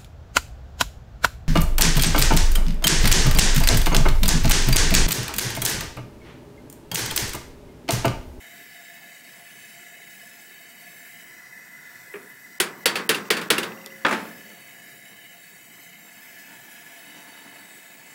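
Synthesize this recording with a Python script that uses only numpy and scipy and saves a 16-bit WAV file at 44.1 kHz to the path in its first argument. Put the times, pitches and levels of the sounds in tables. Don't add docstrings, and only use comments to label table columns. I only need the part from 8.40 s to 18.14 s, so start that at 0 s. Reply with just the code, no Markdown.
import sys
import numpy as np
from scipy import signal
from scipy.io import wavfile
from scipy.ndimage import uniform_filter1d, minimum_filter1d

SR = 44100
rng = np.random.default_rng(int(sys.argv[2]) if len(sys.argv) > 2 else 0)


def to_linear_factor(level_db):
    exponent = np.asarray(level_db, float) / 20
    return 10 ** exponent


def unload_audio(sound):
    columns = np.transpose(np.atleast_2d(sound))
    steps = np.round(np.clip(columns, -1, 1) * 32767)
    wavfile.write(sys.argv[1], SR, steps.astype(np.int16))


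N = 429534
BLOWS_FROM_S, BLOWS_FOR_S = 3.5, 3.5

# time_s, gain_db
NEARNESS = [(0, 2), (.7, .5), (1.5, .5), (2.3, -1), (2.7, .5), (3.1, -.5), (3.6, 0), (4.15, -1),
            (5.5, -0.5), (6.0, 0.5), (6.5, -1.5), (7.2, -2.5), (7.9, -1), (8.6, 0), (9.2, -1), (9.74, -2.5)]
# time_s, share_0_to_1
ASIDE = [
    (0, 0.26),
    (2.75, 0.03),
    (3.0, 0.91),
    (5.5, 0.83),
    (5.9, 0.12),
    (9.74, 0),
]
# freq_hz, level_db_per_hz
FLAME = [(18, -79), (30, -36), (80, -15), (99, -14), (150, 2.5), (500, -10), (690, -9.5), (1150, -13.5),
         (1400, -27), (1820, -58), (3080, -120)]
# freq_hz, width_hz, level_db
JET_EDGE = [(13280, 170, -9), (13810, 120, -11), (14400, 260, -12), (14900, 220, -14), (15680, 150, -8)]
# freq_hz, width_hz, level_db
TUBE_OVER = [(688.0, 40, -1), (1715.5, 98, 2), (2017, 91, 1), (2146, 95, 1.5), (2306, 138, -4),
             (2584, 42, -1.5), (2975, 166, -4.0), (3270, 115, -13), (3787, 217, -10.0), (4160, 65, -17),
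             (4490, 56, -8.5), (5115, 430, -16), (5797, 80, -13.0), (6225, 55, -12.0), (6813, 200, -12.0),
             (7384, 85, -9.0), (8030, 84, -7.5), (8640, 80, -14.5), (8650, 80, -18.5), (9340, 91, -14.0),
             (10000, 97, -10.5), (10750, 300, -13), (11600, 64, -27.0),
             (7660, 130, -14)] + [(1442, 130, -7), (11280, 79, -18.5), (12700, 120, -12)] + JET_EDGE
# freq_hz, width_hz, level_db
TUBE_ASIDE = [(710, 16, -15), (980, 33, -16.5), (1430, 82, -9.5), (1735, 73, -6.0), (2006, 42, 0.5),
              (2530, 31, -13), (3010, 36, -65), (3600, 510, -31.5), (4800, 1700, -11.5), (5380, 18, -11),
              (5680, 71, -5.5), (7030, 300, -11.5), (7670, 80, -5), (8400, 64, -7.0), (9600, 75, -21),
              (8900, 49, -29), (9260, 73, -22), (9950, 260, -18), (10500, 120, -10), (11700, 170, -34),
              (13100, 250, -17), (13140, 84, -5.5), (13700, 56, -18), (14000, 76, -5), (14400, 200, -22),
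              (15200, 200, -14), (14360, 180, -2.5), (16300, 160, 1), (10900, 150, -22)]


def burner():
    near_db, = in_time(NEARNESS)
    aside, = in_time(ASIDE)
    flame_db = -57 + 0.17 * near_db
    low_db = -46.5 + 1.16 * near_db
    high_db = -50.5 + 0.27 * near_db

    flame = 0
    for hz, noise in bands(27.44, count=12, size=N):
        flame = flame + to_linear_factor(at_hz(FLAME, hz)) * wander((8, 2.5)) * noise
    flame = to_linear_factor(flame_db) * np.sqrt(shudder()) * rms_one(flame)

    over = tube(TUBE_OVER, low_db + 0.23, high_db + 0.51, sway_db=1.8, widen=1.34, span=slice(0, N))
    swing = slice(round(2.6 * SR), round(6.1 * SR))
    side = tube(TUBE_ASIDE, low_db + 0.24, high_db + 0.14, sway_db=2.2, widen=2.22, span=swing)
    diffuse = to_linear_factor(-56 + near_db) * filtered(rng.standard_normal(N), 2, 4100, "high")
    jet = np.sqrt(1 - aside) * over + np.sqrt(aside) * side + diffuse
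    jet = wander((14, 0.5)) * reflected(jet)
    top_cut = signal.ellip(10, 0.5, 60, 15800, fs=SR, output="sos")
    return flame + signal.sosfilt(top_cut, jet)


def tube(peaks, low_db, high_db, sway_db, widen, span):
    out = np.zeros((2, N))
    jet = rng.standard_normal((2, N))[:, span]
    for k, (hz, width_hz, top_db) in enumerate(peaks):
        width_hz = max(width_hz, hz / 70) * widen
        spread_db = sway_db * min(1, hz / 5000 + 0.1)
        gain = to_linear_factor(top_db) * wander((1.5, spread_db), (7, 0.38 * sway_db))[span]
        once = resonate(jet[k % 2], hz, width_hz)
        out[int(hz > 4000), span] += gain * resonate(once, hz, width_hz)
    low_rms, high_rms = np.sqrt(np.mean(out[:, span] ** 2, axis=1))
    return to_linear_factor(low_db) * out[0] / low_rms + to_linear_factor(high_db) * out[1] / high_rms


def reflected(x):
    lag_s, gain = 0.0011, 0.25
    place = np.arange(N) - lag_s * SR * wander((0.8, 0.4))
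    below = np.clip(place.astype(int), 0, N - 2)
    share = np.clip(place - below, 0, 1)
    echo = (1 - share) * x[below] + share * x[below + 1]
    return (x + gain * echo) / np.sqrt(1 + gain ** 2)


def shudder():
    gain = np.ones(N)
    for s, db, *_ in [*KNOCKS, *BUMPS]:
        if db > -15:
            gain += to_linear_factor(db + 25) * decay_from(s, 0.28)
    return gain


# start_s, peak_db, cavity_hz, ring_on_db, brightness_db
KNOCKS = [(4.2009, -13.5, 376, 1.5, -9), (4.4573, -10, 476, 1.5, -13), (4.5557, -35, 457, 18.5, -16),
          (4.6918, -11.5, 450, 1.5, -12.5), (4.7456, -37.5, 506, 12, -10), (4.855, -57, 363, 4, -34),
          (4.9037, -10.5, 440, 0.5, -15.5), (4.9683, -26.5, 418, 2.5, -16), (5.0143, -34.5, 366, 3, -11.5),
          (5.1029, -9.5, 438, 1.5, -14), (5.1812, -19, 380, -2, -12), (5.2311, -26, 356, 1, -16),
          (5.319, -40, 496, -23, -31), (5.461, -37, 423, -7, -29)]
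# start_s, peak_db
SKIPS = [(4.557, -16), (4.746, -16.5), (4.854, -39), (4.968, -20.5), (5.181, -13.5), (5.23, -23),
         (5.32, -35), (5.375, -41), (5.414, -42), (5.445, -40), (5.503, -41)]
# freq_hz, level_db, t60_s
TIN = [(361, -4, 0.45), (786, -7, 0.41), (942, -9, 0.5), (1099, -9, 0.44), (1425, -8, 0.3), (1783, -3, 0.2),
       (1889, -3, .18), (2042, -5, 0.2), (2185, -6, 0.15), (2600, -5, .15), (2749, -3, .15),
       (2913, -4, 0.15), (3120, -1, 0.09), (3304, 1, 0.1), (3438, -1, 0.12), (3809, -1, 0.1),
       (4059, -2, 0.12), (4536, 4, 0.17), (4690, -5, .12), (4220, 2, 0.06), (5250, -6, .1),
       (6908, -3, 0.08), (7700, -8, .1), (5000, -7, 0.1), (9588, -6, 0.09), (10100, -9, 0.05),
       (11100, -14, 0.07)]
# freq_hz, level_db_per_hz
TIN_BODY = [(35, -67), (60, -57), (190, -6), (297, -12), (359, -0.5), (662, -18.5), (1740, -7), (3300, -8),
            (3700, -10.5), (6350, -16), (9930, -11.5), (15200, -21), (16000, -50)]
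# freq_hz, t60_s
TIN_T60 = [(120, 0.9), (400, 0.46), (1000, 0.59), (2500, 0.21), (6000, 0.21), (15000, 0.098)]
# freq_hz, level_db, t60_s
WIRE = [(215, -36, 2.5), (365, -38, 2.5), (540, -37, 3.5)]


def tin():
    s, peak_db, cavity_hz, ring_db, bright_db = np.transpose(KNOCKS)
    walls = struck(s, peak_db - 10.5, -2, bright_db + 10.5, ring_db, TIN, TIN_BODY, TIN_T60,
                   modes_db=-10, body_db=18, crack_db=3)
    air = cavity(s + 0.00309, peak_db + 3.5, cavity_hz, t60=0.03)
    late = s > 5.05
    wires = sum(ring(clicks_at(s[late], peak_db[late] + db + 3), hz, t60) for hz, db, t60 in WIRE)
    spoon = 0
    for k, (start_s, db) in enumerate(SKIPS):
        bowl_hz = 2760 - 169 * (k % 3 == 0)
        spoon = spoon + ring(clicks_at([start_s], db), bowl_hz, 0.032)
    return walls + air + wires + spoon


def cavity(times, level_db, pitch_hz, t60):
    notes = zip(times, level_db, pitch_hz)
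    return sum(resonate(ring(clicks_at([s], db), hz, t60), hz, 90) for s, db, hz in notes)


# start_s, peak_db
BUMPS = [(5.649, -8), (5.664, -16.5), (5.683, -24.5), (5.692, -28.5), (5.71, -20), (5.718, -31),
         (5.726, -20.5), (5.733, -29), (5.746, -38), (5.766, -50), (5.802, -46), (5.852, -45), (6.102, -44)]
# freq_hz, level_db, t60_s
GRATE = [(219, -4, 0.56), (313, 3, 0.27), (745, 4, 0.55), (883, 12, 0.39), (1000, 0, 0.33), (1200, 7, 0.5),
         (1287, 14.5, 0.41), (1403, 17, 0.25), (1870, -5, 0.22), (2610, 5, 0.23), (2620, -13, 0.25),
         (2977, -29, 0.51), (3343, -25, 0.46), (4180, -4, 0.45), (4040, -9, 0.47), (4700, -14, 0.39)]
# freq_hz, level_db_per_hz
GRATE_BODY = [(35, -61), (60, -40), (209, -2), (465, -7), (536, -4), (647, -11), (1410, -2), (2200, -8),
              (12000, -40), (15500, -53), (16700, -63)]
# freq_hz, t60_s
GRATE_T60 = [(120, 1), (400, 0.62), (1500, 0.41), (5000, 0.44), (15000, 0.22)]


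def grate():
    s, peak_db = np.transpose(BUMPS)
    bright_db = np.interp(s - s[0], [0, 0.018], [-17, 10])
    return struck(s, peak_db - 16.5, 0.1, bright_db, 0.11, GRATE, GRATE_BODY, GRATE_T60,
                  modes_db=-14, body_db=12, crack_db=17.5)


# time_s, scrape_db
SKIM = [(7.3, -79), (7.9, -58.5), (8.1, -54.5), (8.3, -58.5), (8.6, -52.5), (9.2, -51), (9.4, -62),
        (9.55, -56), (9.74, -51.5)]
# start_s, level_over_scrape_db
NUDGES = [
    (7.65, 16),
    (8.098, 1),
    (8.27, -1),
    (8.76, 2),
    (9.05, -6),
]
# freq_hz, width_hz, level_db
MELT_CAN = [(278, 41, 8), (450, 86, -5.5), (673, 230, -4.5), (884, 43, 4), (1350, 310, -5)]


def skimming():
    sizes = to_linear_factor(3 * np.minimum(rng.exponential(1, N), 5)) * rng.choice([-1, 1], N)
    slips_per_s = 2500 * wander((6, 3))
    slips = sizes * (rng.random(N) < slips_per_s / SR)
    catch = 1 + sum(to_linear_factor(db) * decay_from(s, 0.035) for s, db in NUDGES)
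    through_can = sum(to_linear_factor(db) * resonate(slips * catch, hz, width_hz * 1.5) for hz, width_hz, db in MELT_CAN)
    return to_linear_factor(in_time(SKIM)[0]) * rms_one(through_can)


# start_s, peak_db, cavity_hz
THUD = [
    (3.739, -33.5, 415),
    (3.756, -38, 405.5),
    (3.799, -63, 325),
]


def thud():
    s, peak_db, cavity_hz = np.transpose(THUD)
    walls = struck(s, peak_db, 1.1, -6, 0.1, TIN[:6], TIN_BODY, TIN_T60,
                   modes_db=-16, body_db=7.5, crack_db=12.5)
    return filtered(walls, 6, 2400, "low") + cavity(s, peak_db - 0.5, cavity_hz, t60=0.3)


# start_s, peak_db
TICKS = [
    (5.4615, -17),
    (5.474, -33),
    (6.1, -36),
]


def ticks():
    s, peak_db = np.transpose(TICKS)
    snap = fade(clicks_at(s, peak_db), np.exp(-1 / (0.0006 * SR)))
    return resonate(snap * rng.choice([-1, 1], len(snap)), 2500, 6000)


def struck(times, peak_db, low_db, high_db, ring_db, modes, body, t60s, modes_db, body_db, crack_db):
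    spread_db = 3 * rng.normal(0, 1, (len(times), len(modes)))
    out = 0
    for k, (hz, db, t60) in enumerate(modes):
        treble_db = (hz > 5500) * high_db / 2
        blow = clicks_at(times, peak_db + ring_db + db + modes_db + treble_db + spread_db[:, k])
        out = out + ring(blow, hz, min(t60, at_hz(t60s, hz)))
    for hz, noise in bands(58.8, count=16, size=len(out)):
        color = np.interp(np.log(hz), np.log([400, 900, 4000, 9000]), [-1, 0, 0, 1])
        blow_db = peak_db + max(-color, 0) * low_db + max(color, 0) * high_db
        tail = fade(clicks_at(times, blow_db + ring_db), to_linear_factor(-60 / (at_hz(t60s, hz) * SR)))
        crack = fade(clicks_at(times, blow_db + crack_db), np.exp(-1 / (0.0058 * SR)))
        swell = np.exp(-hz / (1.5 * SR))
        envelope = signal.lfilter([1 - swell], [1, -swell], tail + crack)
        out += to_linear_factor(body_db + at_hz(body, hz)) * noise * envelope
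    return out


def clicks_at(times, db):
    out = np.zeros(round(BLOWS_FOR_S * SR))
    out[np.round((np.asarray(times) - BLOWS_FROM_S) * SR).astype(int)] = to_linear_factor(db)
    return out


def ring(clicks, hz, t60):
    r, w = to_linear_factor(-60 / (t60 * SR)), 2 * np.pi * hz / SR
    return signal.lfilter([0, np.sin(w)], [1, -2 * r * np.cos(w), r * r], clicks + 1e-18)


def resonate(x, hz, width_hz):
    r, w = np.exp(-np.pi * width_hz / SR), 2 * np.pi * hz / SR
    return signal.lfilter(np.array([1, 0, -1]) * (1 - r * r) / 2, [1, -2 * r * np.cos(w), r * r], x)


def fade(clicks, keep):
    return signal.lfilter([1], [1, -keep], clicks)


def decay_from(start_s, decay_s):
    t = np.arange(N) / SR - start_s
    return (t > 0) * np.exp(-np.maximum(t, 0) / decay_s)


def filtered(x, order, hz, kind):
    return signal.sosfilt(signal.butter(order, hz, kind, fs=SR, output="sos"), x)


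def bands(lowest_hz, count, size):
    white = rng.standard_normal((2, size))
    for k in range(count):
        low = lowest_hz * 2 ** (k / 2)
        yield low * 2 ** 0.25, filtered(white[k % 2], 2, [low, low * np.sqrt(2)], "band")


def wander(*rates_and_db):
    total_db = 0
    for rate, spread_db in rates_and_db:
        r = np.exp(-80 * np.pi * rate / SR)
        slow = signal.lfilter([1], [1, -2 * r, r * r], rng.standard_normal(N // 40 + 2002))[2000:]
        total_db = total_db + spread_db * rms_one(slow)
    return np.interp(np.arange(N) / 40, np.arange(len(total_db)), to_linear_factor(total_db))


def rms_one(x):
    return x / np.sqrt(np.mean(x ** 2) + 1e-20)


def in_time(rows):
    s, *columns = np.transpose(rows)
    return [np.interp(np.arange(N) / SR, s, c) for c in columns]


def at_hz(points, hz):
    point_hz, value = np.transpose(points)
    return np.interp(np.log(hz), np.log(point_hz), value)


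def scene():
    out = burner() + skimming()
    blows = tin() + thud() + grate() + ticks()
    start = round(BLOWS_FROM_S * SR)
    out[start:start + len(blows)] += blows
    return out[None]


def gate(x):
    hz, _, z = signal.stft(x, SR, nperseg=2048, noverlap=1536)
    power = uniform_filter1d(uniform_filter1d(np.abs(z) ** 2, size=4, axis=0), size=4, axis=1)
    audibility = power / np.sqrt(uniform_filter1d(power, size=60, axis=0) + 1e-30)
    treble = hz > 3000
    threshold = np.quantile(audibility[treble & (hz < 15500)], 0.16)
    z[treble[:, None] & (audibility < threshold)] = 0
    top_band = hz > 15800
    top = power[top_band].sum(axis=0)
    z[top_band[:, None] & (top < top.max() * to_linear_factor(-2 * 14))] = 0
    return signal.istft(z, SR, nperseg=2048, noverlap=1536)[1][:N]


def hush_before_blows(x):
    treble = signal.sosfiltfilt(signal.butter(4, 2600, "high", fs=SR, output="sos"), x)
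    level = uniform_filter1d(np.abs(treble), size=128)
    coming = np.roll(-minimum_filter1d(-level, size=600), -300)
    hush = uniform_filter1d(1.0 * (coming > 30 * level), size=64)
    return x - hush * treble


def roll_off(x):
    return signal.sosfilt(signal.butter(12, 16810, fs=SR, output="sos"), x)


def record(dry):
    thin = filtered(dry[0], 1, 120, "high")
    rounded = 0.87 * np.tanh(thin / 0.94)
    mix = hush_before_blows(gate(rounded))[None]
    return roll_off(mix)


dry = scene()
out = record(dry)
unload_audio(out)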